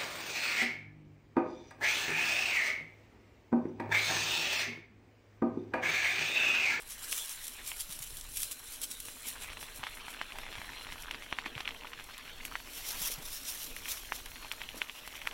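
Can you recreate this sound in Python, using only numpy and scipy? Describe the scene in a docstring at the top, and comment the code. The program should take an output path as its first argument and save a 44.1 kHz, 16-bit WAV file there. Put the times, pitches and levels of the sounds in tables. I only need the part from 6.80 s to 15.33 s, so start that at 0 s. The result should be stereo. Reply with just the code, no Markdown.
"""Woodland gravel track, from a slowly rolling bicycle; stereo microphone, the tyres close by and to the left.
First thin dry leaves hiss in swishes, shaped bursts of crackling noise, with bright ticks as stalks snap.
From about 2.7 s grit crunches as noise in coarser bursts, small stones tick and single pebbles pop from the rubber.
From about 5.7 s a deeper drift of leaves hisses, and towards the end more pebbles pop, some with a bright tip.
Throughout, noise bands make the tyres' drone, the faint hub whine and air on the microphone; bumps thud."""
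import sys
import numpy as np
from scipy import signal
from scipy.fft import rfft, irfft, next_fast_len
from scipy.io import wavfile
from scipy.ndimage import uniform_filter1d, map_coordinates

SR = 44100
rng = np.random.default_rng(int(sys.argv[2]) if len(sys.argv) > 2 else 0)


def to_wav(s):
    """Save 16-bit WAV."""
    ch = np.atleast_2d(s).T  # columns
    pcm = np.round(np.clip(ch, -1, 1) * 32767)  # PCM
    wavfile.write(sys.argv[1], SR, pcm.astype(np.int16))


N = 376305


def amp(db):
    """Decibels to gain."""
    return 10 ** (np.asarray(db) / 20)


def unit(pair):
    """Scale a stereo pair so that its centre has rms 1."""
    centre = pair.mean(0)
    return pair / np.sqrt(np.mean(centre ** 2) + 1e-20)


def along(points, hz):
    """Read (Hz, value) points on a logarithmic frequency axis."""
    f, values = np.transpose(points)
    return np.interp(np.log(hz + 1), np.log(f + 1), values)


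def curves(rows):
    """One value per sample for each column after the time."""
    times, *columns = np.transpose(rows)
    t = np.arange(N) / SR
    return [np.interp(t, times, column) for column in columns]


def wobble(rate):
    """A smooth random curve with rate knots a second."""
    knots = rng.standard_normal(int(N * rate / SR) + 4)
    return map_coordinates(knots, [np.arange(N) * rate / SR])


def filtered(x, response):
    """Multiply the spectrum of x by a response of frequency."""
    size = next_fast_len(N + SR // 2)
    hz = np.fft.rfftfreq(size, 1 / SR)
    return irfft(rfft(x, size) * response(hz), size)[..., :N]


def resonant(modes, hz):
    """Gain of a few resonant humps, their decibels added."""
    return amp(sum(db / (1 + (2 * (hz - centre) / width) ** 2) for centre, width, db in modes))


def sides(balance, hz):
    """Left and right gains whose mean is 1."""
    ratio = amp(along(balance, hz))
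    return 2 * np.array([ratio, np.ones_like(ratio)]) / (1 + ratio)


def add(track, s, sound):
    """Mix a sound into a track at s seconds."""
    start = max(round(s * SR), 0)
    room = track[..., start:start + sound.shape[-1]]
    room += sound[..., :room.shape[-1]]


# likeness of the two microphone channels: f/Hz, likeness (0 unrelated, 1 the same)
LIKENESS = [(30, 0.91), (130, 0.7), (500, 0.37), (1200, 0.48), (2500, 0.075), (5000, 0.028), (12000, 0.1)]


def placed(pair, spectrum, balance):
    """Colour two unrelated signals and blend them into left and right, at rms 1."""
    def mid_side(hz):
        turn = np.arccos(np.clip(along(LIKENESS, hz), -1, 1)) / 2
        return amp(along(spectrum, hz)) * np.array([np.cos(turn), np.sin(turn)])

    mid, side = filtered(pair, mid_side)
    left_right = np.array([mid + side, mid - side])
    return unit(filtered(left_right, lambda hz: sides(balance, hz)))


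def patchy(pair, depth_db):
    """Each leaf or patch of ground has its own colour: random gains over some 400 Hz and 40 ms."""
    z = signal.stft(pair, nperseg=512)[2]
    field = rng.standard_normal(z.shape[1:])
    field = uniform_filter1d(field, size=5, axis=0)
    field = uniform_filter1d(field, size=7, axis=1)
    coloured = z * amp(depth_db * field / field.std())
    return unit(signal.istft(coloured, nperseg=512)[1][:, :N])


def fractures(rate, spread_db, life):
    """Energy, of mean 1, of short bursts of scattered size that start at once and die away."""
    chance, size = rng.random(N), rng.standard_normal(N)
    energy = (chance < rate / SR) * amp(spread_db * np.minimum(size, 1.8)) ** 2
    energy = signal.lfilter([1], [1, -np.exp(-2 / (life * SR))], energy)
    return energy / energy.mean()


def crackle(rate, spread_db, life, smooth_db):
    """Two noises made of tiny fractures over a smooth rub."""
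    envelope = np.sqrt(fractures(rate, spread_db, life) + amp(smooth_db) ** 2)
    return envelope * rng.standard_normal((2, N))


def narrow(hz, width_hz):
    """A narrow band of noise around a pitch: a carrier with randomly fluttering strength and phase."""
    flutter = wobble(width_hz) + 1j * wobble(width_hz)
    phase = 2 * np.pi * np.cumsum(hz * np.ones(N)) / SR
    return np.real(flutter * np.exp(1j * phase))


def pop(t, hz, cycles):
    """A pitched pulse, as of a stone squeezed out by soft rubber: a quick swell that dies in a few cycles."""
    turns = t * hz
    swell = turns / (np.maximum(cycles, .5) / 2)  # reaches 1 at the loudest moment
    return swell ** 2 * np.exp(2 * (1 - swell)) * np.sin(2 * np.pi * turns)


# headwind at the microphone: t/s, level/dB before trim
WIND = [(0.0, -60.5), (0.4, -63.5), (0.97, -61.5), (1.31, -56), (1.95, -60.5), (2.4, -61), (2.8, -56.5),
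        (3.47, -62.5), (4.06, -56), (4.49, -64.5), (6.06, -57), (6.6, -60.5), (6.96, -58), (7.93, -60.5),
        (8.1, -64), (8.53, -62)]
# colour of the buffeting: f/Hz, relative level/dB
BUFFET = [(7.1, -30), (12, 7), (30, -0.5), (76, -10.5), (160, -17), (210, -76), (350, -120)]
# stereo balance of track and bicycle: f/Hz, left minus right level/dB
TRACK_SIDE = [(50, 3.3), (300, 2.6), (1000, 5.3), (2200, 11.1), (3200, 9.1), (4500, 2.6), (8000, 6.2)]
WIND_TRIM_DB = 5


def air():
    """The headwind buffets the microphone in soft lumps: low noise with a wavering level."""
    wind_db, = curves(WIND)
    buffet = placed(rng.standard_normal((2, N)), BUFFET, TRACK_SIDE)
    return amp(wind_db + WIND_TRIM_DB + 2.0 * wobble(9)) * buffet


# hub whine, following the riding speed: t/s, pitch f/Hz, level/dB before trim
HUB = [(0, 4050, -64), (1.5, 4080, -69), (1.75, 4090, -60), (2.0, 4060, -66), (2.7, 4030, -63),
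       (3.3, 4200, -68), (3.8, 4140, -70), (4.0, 4100, -60.5), (4.4, 4020, -73), (4.9, 4230, -77),
       (5.3, 4190, -65), (5.7, 4500, -67), (6.4, 4160, -67), (6.9, 4060, -64), (7.3, 4200, -67),
       (7.6, 4260, -62), (8.0, 4040, -67), (8.53, 3970, -78)]
HUB_TRIM_DB, HUB_WAVER_DB = 1.5, 2


def hub():
    """A thin, hissy whine from the turning hub, a narrow noise band coming and going."""
    hz, db = curves(HUB)
    level = amp(db + HUB_TRIM_DB + HUB_WAVER_DB * wobble(14))
    return level * narrow(hz, width_hz=240) * sides(TRACK_SIDE, hz)


# tyre drone: t/s, level/dB before trim
ROLL = [(0.0, -67.5), (0.38, -63.5), (0.57, -72), (0.81, -63), (0.95, -66.5), (1.92, -64), (2.63, -62.5),
        (2.78, -62), (4.11, -61.5), (4.92, -59.5), (5.3, -62.5), (6.15, -60.5), (6.56, -61.5), (7.77, -62),
        (8.27, -66), (8.53, -58)]
# colour of the drone: f/Hz, relative level/dB
DRONE = [(40, 3.5), (100, -7), (200, -0.5), (270, 2.5), (380, 1.5), (700, -4), (1500, -9.5), (5000, -27.5)]
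# hollow tones of the rolling wheels: f/Hz, width/Hz, gain level/dB
WHEELS = [(251, 44, 6), (467, 17.5, 8.5), (613, 31, 9)]
# bumps: t/s, level/dB before the stereo offset, pitch f/Hz
BUMPS = [(1.091, -46, 163), (1.2, -48, 130), (1.319, -51, 117), (2.989, -46.5, 132), (3.77, -45, 87.5),
         (3.79, -47.5, 187), (4.66, -38.5, 290), (4.757, -38, 122), (6.208, -44, 166), (6.3, -42, 460),
         (6.378, -39.5, 142), (7.943, -39, 506), (7.965, -40.5, 297)]
ROLL_TRIM_DB = 2.1
SCUFF_DB, SCUFF_T60_S = -12.5, 0.2  # drone added after a bump: level against its thud, decay


def rolling():
    """The tyres drone through the wheels' hollow tones; each bump thuds and briefly swells the drone."""
    drone_db, = curves(ROLL)
    drone = placed(rng.standard_normal((2, N)), DRONE, TRACK_SIDE)
    drone = patchy(drone, depth_db=2.5)
    drone = unit(filtered(drone, lambda hz: resonant(WHEELS, hz)))
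    uneven_db = 1.4 * wobble(18)
    thuds, scuffs = np.zeros(N), np.zeros(N)
    t = np.arange(SR // 5) / SR
    for s, db, hz in BUMPS:
        add(thuds, s, amp(db) * pop(t, hz, cycles=1.85))
        add(scuffs, s, amp(db + SCUFF_DB - 60 * t / SCUFF_T60_S))
    level = np.hypot(amp(drone_db + ROLL_TRIM_DB + uneven_db), scuffs)
    return level * drone + thuds * amp([[1.5], [-1.5]])  # thuds lean left


# band in which a stone under the tyre radiates: f/Hz, relative level/dB
STONE_BAND = [(200, 1.5), (520, -5), (900, 4), (1350, -3), (2400, 1), (3450, 2.5), (4000, -7), (4800, -7),
              (5700, 3), (8000, -20)]


def stone_sound(hz):
    """Left and right response to a stone popping under the tyre."""
    return amp(along(STONE_BAND, hz)) * sides(TRACK_SIDE, hz)


def small_stones(rate, spread_db, pitch_hz, scatter, cycles, clump):
    """Little pops come in clusters, each with its own pitch and size."""
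    t = np.arange(SR // 100) / SR
    density = np.exp(clump * np.minimum(wobble(30), 1))
    starts = np.flatnonzero(rng.random(N) < rate / SR * density / density.mean())
    size, pitch, ring = rng.standard_normal((len(starts), 3)).T[:, :, None]
    hz = pitch_hz * np.exp(scatter * np.clip(pitch, -1.6, 1))
    loudness = amp(spread_db * np.minimum(size, 1))
    grains = loudness * pop(t, hz, cycles * np.exp(0.31 * ring))
    places = starts[:, None] + np.arange(len(t))
    patter = np.bincount(places.ravel(), grains.ravel(), N)[:N]
    return unit(filtered(patter, stone_sound))


# ground under the tread: t/s, grit level/dB before clumping, small stones level/dB before trim
GROUND = [(0, -60, -63.5), (.4, -54, -65), (.75, -56, -73), (1.45, -59, -65), (2.2, -60.5, -64.5),
          (2.75, -51, -49.5), (3.0, -53.5, -60.5), (3.4, -51, -52), (4.2, -52.5, -52), (4.85, -55, -52.5),
          (5.4, -53.5, -54), (5.85, -55, -55), (6.2, -49, -60), (6.45, -56, -57), (6.9, -55.5, -63.5),
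          (7.4, -53.5, -50.5), (8.1, -53.5, -54.5), (8.53, -54, -51.5)]
# colour of the grit: f/Hz, relative level/dB
GRIT = [(200, -10), (550, -6.5), (1000, -0.5), (1350, -1), (2300, 1.5), (3300, 1), (4200, -2.5),
        (4800, -10), (7000, -16.5), (16000, -34)]


def gravel():
    """Grit grinds under the tread and small stones tick in it, each with its own changing level."""
    grit_db, stones_db = curves(GROUND)
    grit = placed(crackle(rate=500, spread_db=3, life=0.0059, smooth_db=-1.5), GRIT, TRACK_SIDE)
    stones = small_stones(rate=130, spread_db=6, pitch_hz=2150, scatter=0.33, cycles=0.92, clump=.6)
    clumps_db = 1.7 * wobble(30)
    grinding = amp(grit_db + clumps_db) * patchy(grit, depth_db=3.5)
    ticking = amp(stones_db - 1.0) * patchy(stones, depth_db=3.0)
    return grinding + ticking


# larger pebbles that pop: t/s, level/dB before trim and stone band, pitch f/Hz, ring/cycles
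PEBBLES = [(0.3274, -22, 2620, 1.8), (0.9175, -25.5, 2550, 1.83), (2.285, -30, 1970, 0.59),
           (2.7017, -29.5, 2290, 0.76), (2.7712, -30, 1760, .9), (2.829, -28, 1520, 0.58),
           (3.0331, -24, 1520, 0.83), (3.038, -22.5, 1870, 0.69), (3.0687, -23, 1720, 1.2),
           (3.2825, -27, 1290, 0.68), (3.4146, -16.5, 1650, .85), (3.522, -30, 2640, 2.6),
           (3.5866, -23, 1830, 0.81), (3.7273, -27, 2330, 0.33), (3.7542, -27.5, 1800, 0.59),
           (3.7825, -30, 1680, 0.5), (3.817, -29, 1660, 0.91), (3.845, -35, 2200, 1.1),
           (3.934, -31.5, 2120, 1.1), (3.9203, -34, 1580, 0.8), (4.0687, -28.5, 1500, .7),
           (4.1236, -24, 2450, 0.92), (4.3112, -19, 2500, 1), (4.3462, -23.5, 1860, 0.89),
           (4.4234, -32, 2210, 1.3), (4.527, -14, 1830, .6), (4.5872, -16.5, 1840, 1.07),
           (4.6595, -27, 2300, 1.8), (4.6624, -21, 1860, .8), (4.7532, -28, 2780, 1.9),
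           (4.7797, -21.5, 1780, 0.76), (4.8056, -21, 2170, 0.61), (4.8553, -26, 2820, 2),
           (4.8772, -18, 2670, 1.7), (4.891, -26, 2220, 0.93), (4.9084, -28, 2620, 1.2),
           (4.9476, -33, 1840, .95), (5.0712, -30, 2220, 1.06), (5.1334, -26, 2080, .9),
           (5.1988, -28, 2150, 0.82), (5.652, -25.5, 2600, 1.6), (5.7549, -18, 1710, 1.2),
           (6.966, -29, 2000, 2.04), (7.0569, -26.5, 2510, 1.55), (7.0834, -29, 2450, 1.3),
           (7.322, -15, 1520, 0.82), (7.4622, -31, 2210, 1.3), (7.716, -17.5, 2650, 1),
           (7.817, -23, 2200, 1.07), (7.89, -26.5, 2800, 1.5), (8.0178, -14, 2340, 1.4),
           (8.0969, -24.5, 2590, 1.2), (8.2766, -27.5, 1500, .65), (8.4173, -27.5, 2300, 1.4),
           (8.4732, -14, 2020, 1.07), (8.5128, -29, 2680, 1.1)]
STIR_DB, STIR_GROWS = -29.5, 0.61  # grit shifted by a pebble: level for a pop of 0 dB, dB per dB of pop
STIR_T60_S = 0.069  # settling after the pop
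LOAD_DB, LOAD_T60_S = -9.5, 0.053  # softer grinding before the pop: relative level, build-up


def pebbles():
    """Each pebble pops once and shifts the grit around it, the more the harder it pops."""
    pops, stirred = np.zeros(N), np.zeros(N)
    t = np.arange(SR // 10) / SR
    for s, db, hz, cycles in PEBBLES:
        swell_s = cycles / hz / 2
        grit_db = STIR_DB + STIR_GROWS * db
        add(pops, s - swell_s, amp(db + 0.53) * pop(t, hz, cycles))
        add(stirred, s, amp(grit_db - 60 * t / STIR_T60_S))
        # the grit grinds as the tread loads the pebble
        add(stirred, s - t[-1], amp(grit_db + LOAD_DB - 60 * t[::-1] / LOAD_T60_S))
    spray = placed(crackle(rate=1500, spread_db=5, life=.001, smooth_db=-3), GRIT, TRACK_SIDE)
    return filtered(pops, stone_sound) + stirred * patchy(spray, depth_db=3)


# leaves rubbing on the tyre: t/s of the middle, length/s, pitch f/Hz, level/dB before stereo balance
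SQUEAKS = [(.36, 0.35, 1634, -60), (0.412, 0.056, 3400, -43.5), (0.89, 0.092, 2330, -53),
           (2.0, 1, 1523, -66), (2.148, 0.099, 3730, -54)]
# stereo balance of the leaves, close on the left: f/Hz, left minus right level/dB
LEAF_SIDE = [(1000, 2.5), (3000, 9.5), (4700, 2), (6500, 7), (7600, 10), (9000, 13.5), (11000, 26),
             (14000, 18)]


def squeaks():
    """A leaf caught on the tyre rubs at one rough pitch, swelling and fading with a faint squeak."""
    t, out = np.arange(N) / SR, np.zeros((2, N))
    for s, length, hz, db in SQUEAKS:
        swell = np.exp(-(2 * (t - s) / length) ** 2)
        rub = amp(db) * swell * narrow(hz, width_hz=.12 * hz)
        out += sides(LEAF_SIDE, np.array([hz])) * rub
    return out


# bright ticks, of stalks snapping and the sharp bright tips of some pebble pops:
# t/s, level/dB before the tick and spray trims, pitch f/Hz
BRIGHT_TICKS = [(0.3267, -18.5, 9300), (0.494, -23, 7600), (0.6806, -21.5, 7450), (0.8762, -23, 9700),
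                (1.007, -22.5, 9150), (1.1904, -25, 9700), (1.222, -28, 11400), (1.37, -25.5, 9690),
                (1.4113, -28, 7410), (1.57, -30, 9100), (1.62, -20, 9450), (1.6311, -14, 9900),
                (1.7128, -23.5, 10000), (2.0166, -21.5, 11800), (2.2022, -24, 9610), (3.5856, -31.5, 6130),
                (4.2227, -30, 5860), (4.312, -31.5, 5700), (4.877, -40, 12500), (5.241, -33.5, 9500),
                (5.3797, -30, 9430), (5.6515, -22.5, 9800), (6.317, -26, 5460), (6.964, -26, 9400),
                (7.0868, -21.5, 11800), (7.4592, -28.5, 5470), (7.721, -25, 9300), (8.2761, -28.5, 5500),
                (8.4716, -29, 5660)]
# colour of thin leaves, also of the spray after a bright tick: f/Hz, relative level/dB
THIN_LEAVES = [(300, -29), (1100, -12.5), (1900, -9), (3200, 0), (4700, -3.5), (7000, -2.5), (10000, 0),
               (11500, -2), (13000, -5), (16000, -5.5)]


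def bright_ticks():
    """Stalks snapping, and the sharp bright tips of some pebble pops: a pitched tick and a brief spray of noise."""
    ticks, spray = np.zeros(N), np.zeros(N)
    t = np.arange(SR // 20) / SR
    for s, db, hz in BRIGHT_TICKS:
        add(ticks, s, amp(db - 5) * pop(t, hz, cycles=1.4))
        add(spray, s, amp(db - 12.5 - 60 * t / .022))  # falls 60 dB in 22 ms
    spray = spray * placed(rng.standard_normal((2, N)), THIN_LEAVES, LEAF_SIDE)
    return filtered(ticks, lambda hz: sides(LEAF_SIDE, hz)) + spray


# heaps of leaves crushed under a tyre: t/s of the peak, peak level/dB, length/s
SWISHES = [(0.122, -42, 0.097), (0.241, -40.5, 0.1), (0.317, -38, .07), (0.374, -37.5, 0.21),
           (0.515, -40, 0.076), (0.652, -42.5, 0.13), (0.893, -40, 0.096), (1.007, -40.5, 0.081),
           (1.12, -43, 0.11), (1.231, -42, 0.038), (1.275, -44.5, 0.065), (1.378, -45, 0.059),
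           (1.578, -36.5, 0.061), (1.634, -38, 0.093), (1.721, -40, 0.043), (1.936, -43, 0.12),
           (2.037, -35, 0.037), (2.12, -41.5, 0.048), (2.294, -47.5, 0.19), (2.486, -39.5, 0.078),
           (2.627, -44, .05), (2.825, -45, 0.069), (2.965, -46.5, 0.06), (3.16, -51, 0.089),
           (3.303, -50.5, 0.094), (5.663, -47, 0.027), (5.974, -42.5, 0.14), (6.09, -37.5, 0.1),
           (6.216, -38, 0.16), (6.266, -35, .1), (6.324, -38.5, 0.053), (6.456, -45, 0.048),
           (6.54, -42, 0.24), (6.694, -36, 0.091), (6.81, -41.5, 0.2), (6.984, -47, .06),
           (7.11, -36, 0.082), (7.172, -47, 0.23), (7.358, -42, 0.068), (7.724, -48, 0.031),
           (7.98, -47, 0.045), (8.366, -53.5, 0.082)]
SWISH_EDGE_DB, SWISH_RISE = -11.5, 0.47  # level at both ends of a swish; share of its length spent rising


def swishes():
    """Each heap of leaves swells as the tyre climbs it and dies away behind; their power adds up."""
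    t, power = np.arange(N) / SR, np.zeros(N)
    for s, db, length in SWISHES:
        near = np.abs(t - s) < 2 * length
        u = (t[near] - s) / length
        away = np.maximum(-u / SWISH_RISE, u / (1 - SWISH_RISE))  # 0 at the peak, 1 at either end
        power[near] += amp(db + SWISH_EDGE_DB * away) ** 2
    return power


# leaf litter that the tyres rustle through all the time: t/s, level/dB before trim
LITTER = [(0.0, -47.5), (0.16, -68), (0.35, -45.5), (0.73, -50), (2.21, -49.5), (3.23, -59), (4.25, -55),
          (4.47, -61), (5.75, -55.5), (5.94, -50.5), (6.1, -65), (6.77, -52), (7.58, -54.5), (8.53, -54.5)]
# drift of leaves under the tyres: t/s, depth (0 thin, 1 deep)
DEPTH = [(3, 0.031), (5.8, 0.97)]
# colour of the deep leaves: f/Hz, relative level/dB
DEEP_LEAVES = [(300, -20.5), (1100, -5), (1900, -5), (3200, 3), (4700, 0.5), (6000, 2.5), (8000, -3.5),
               (11500, -0.5), (13000, -0.5), (16000, -3)]
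LITTER_TRIM_DB = -2.1


def leaves():
    """Crushed leaves hiss in swishes over rustling litter; the second drift is deeper and rustles a little lower."""
    litter_db, = curves(LITTER)
    litter = amp(litter_db + LITTER_TRIM_DB + 1.74 * wobble(23))
    hiss = np.sqrt(litter ** 2 + swishes())
    depth = np.clip(curves(DEPTH)[0], 0, 1)
    thin = placed(crackle(rate=700, spread_db=4, life=0.00082, smooth_db=2.5), THIN_LEAVES, LEAF_SIDE)
    deep = placed(crackle(rate=1800, spread_db=10, life=.0013, smooth_db=4), DEEP_LEAVES, LEAF_SIDE)
    rustle = amp(-0.4) * np.sqrt(1 - depth) * thin + np.sqrt(depth) * deep
    # whole leaves cave in
    collapse = np.sqrt(1 + amp(-8.0) * fractures(rate=70, spread_db=2.5, life=0.01))
    return hiss * patchy(collapse * rustle, depth_db=2.0)


def scene():
    """Everything under and around the bicycle, in open air."""
    return air() + hub() + rolling() + gravel() + pebbles() + squeaks() + bright_ticks() + leaves()


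# resonances of the left microphone's opening: f/Hz, width/Hz, gain level/dB
PORT = [(5640, 720, 6), (7490, 630, 5), (9560, 830, 4.5), (11650, 190, 7)]
# phase by which the left microphone leads: f/Hz, lead/radians
LEAD = [(30, -.5), (130, -1.5), (270, -1.2), (520, -.9), (1000, 0), (1700, 0), (2500, -.7), (4000, -.8)]
TOP_HZ = 15950


def record(dry):
    """The two openings differ in phase, the left colours the treble; nothing is kept above the band limit."""
    def microphones(hz):
        left = resonant(PORT, hz) * np.exp(1j * along(LEAD, hz))
        return np.array([left, np.ones_like(hz)]) * (hz < TOP_HZ)

    return filtered(dry, microphones)


dry = scene()
out = record(dry)
to_wav(out)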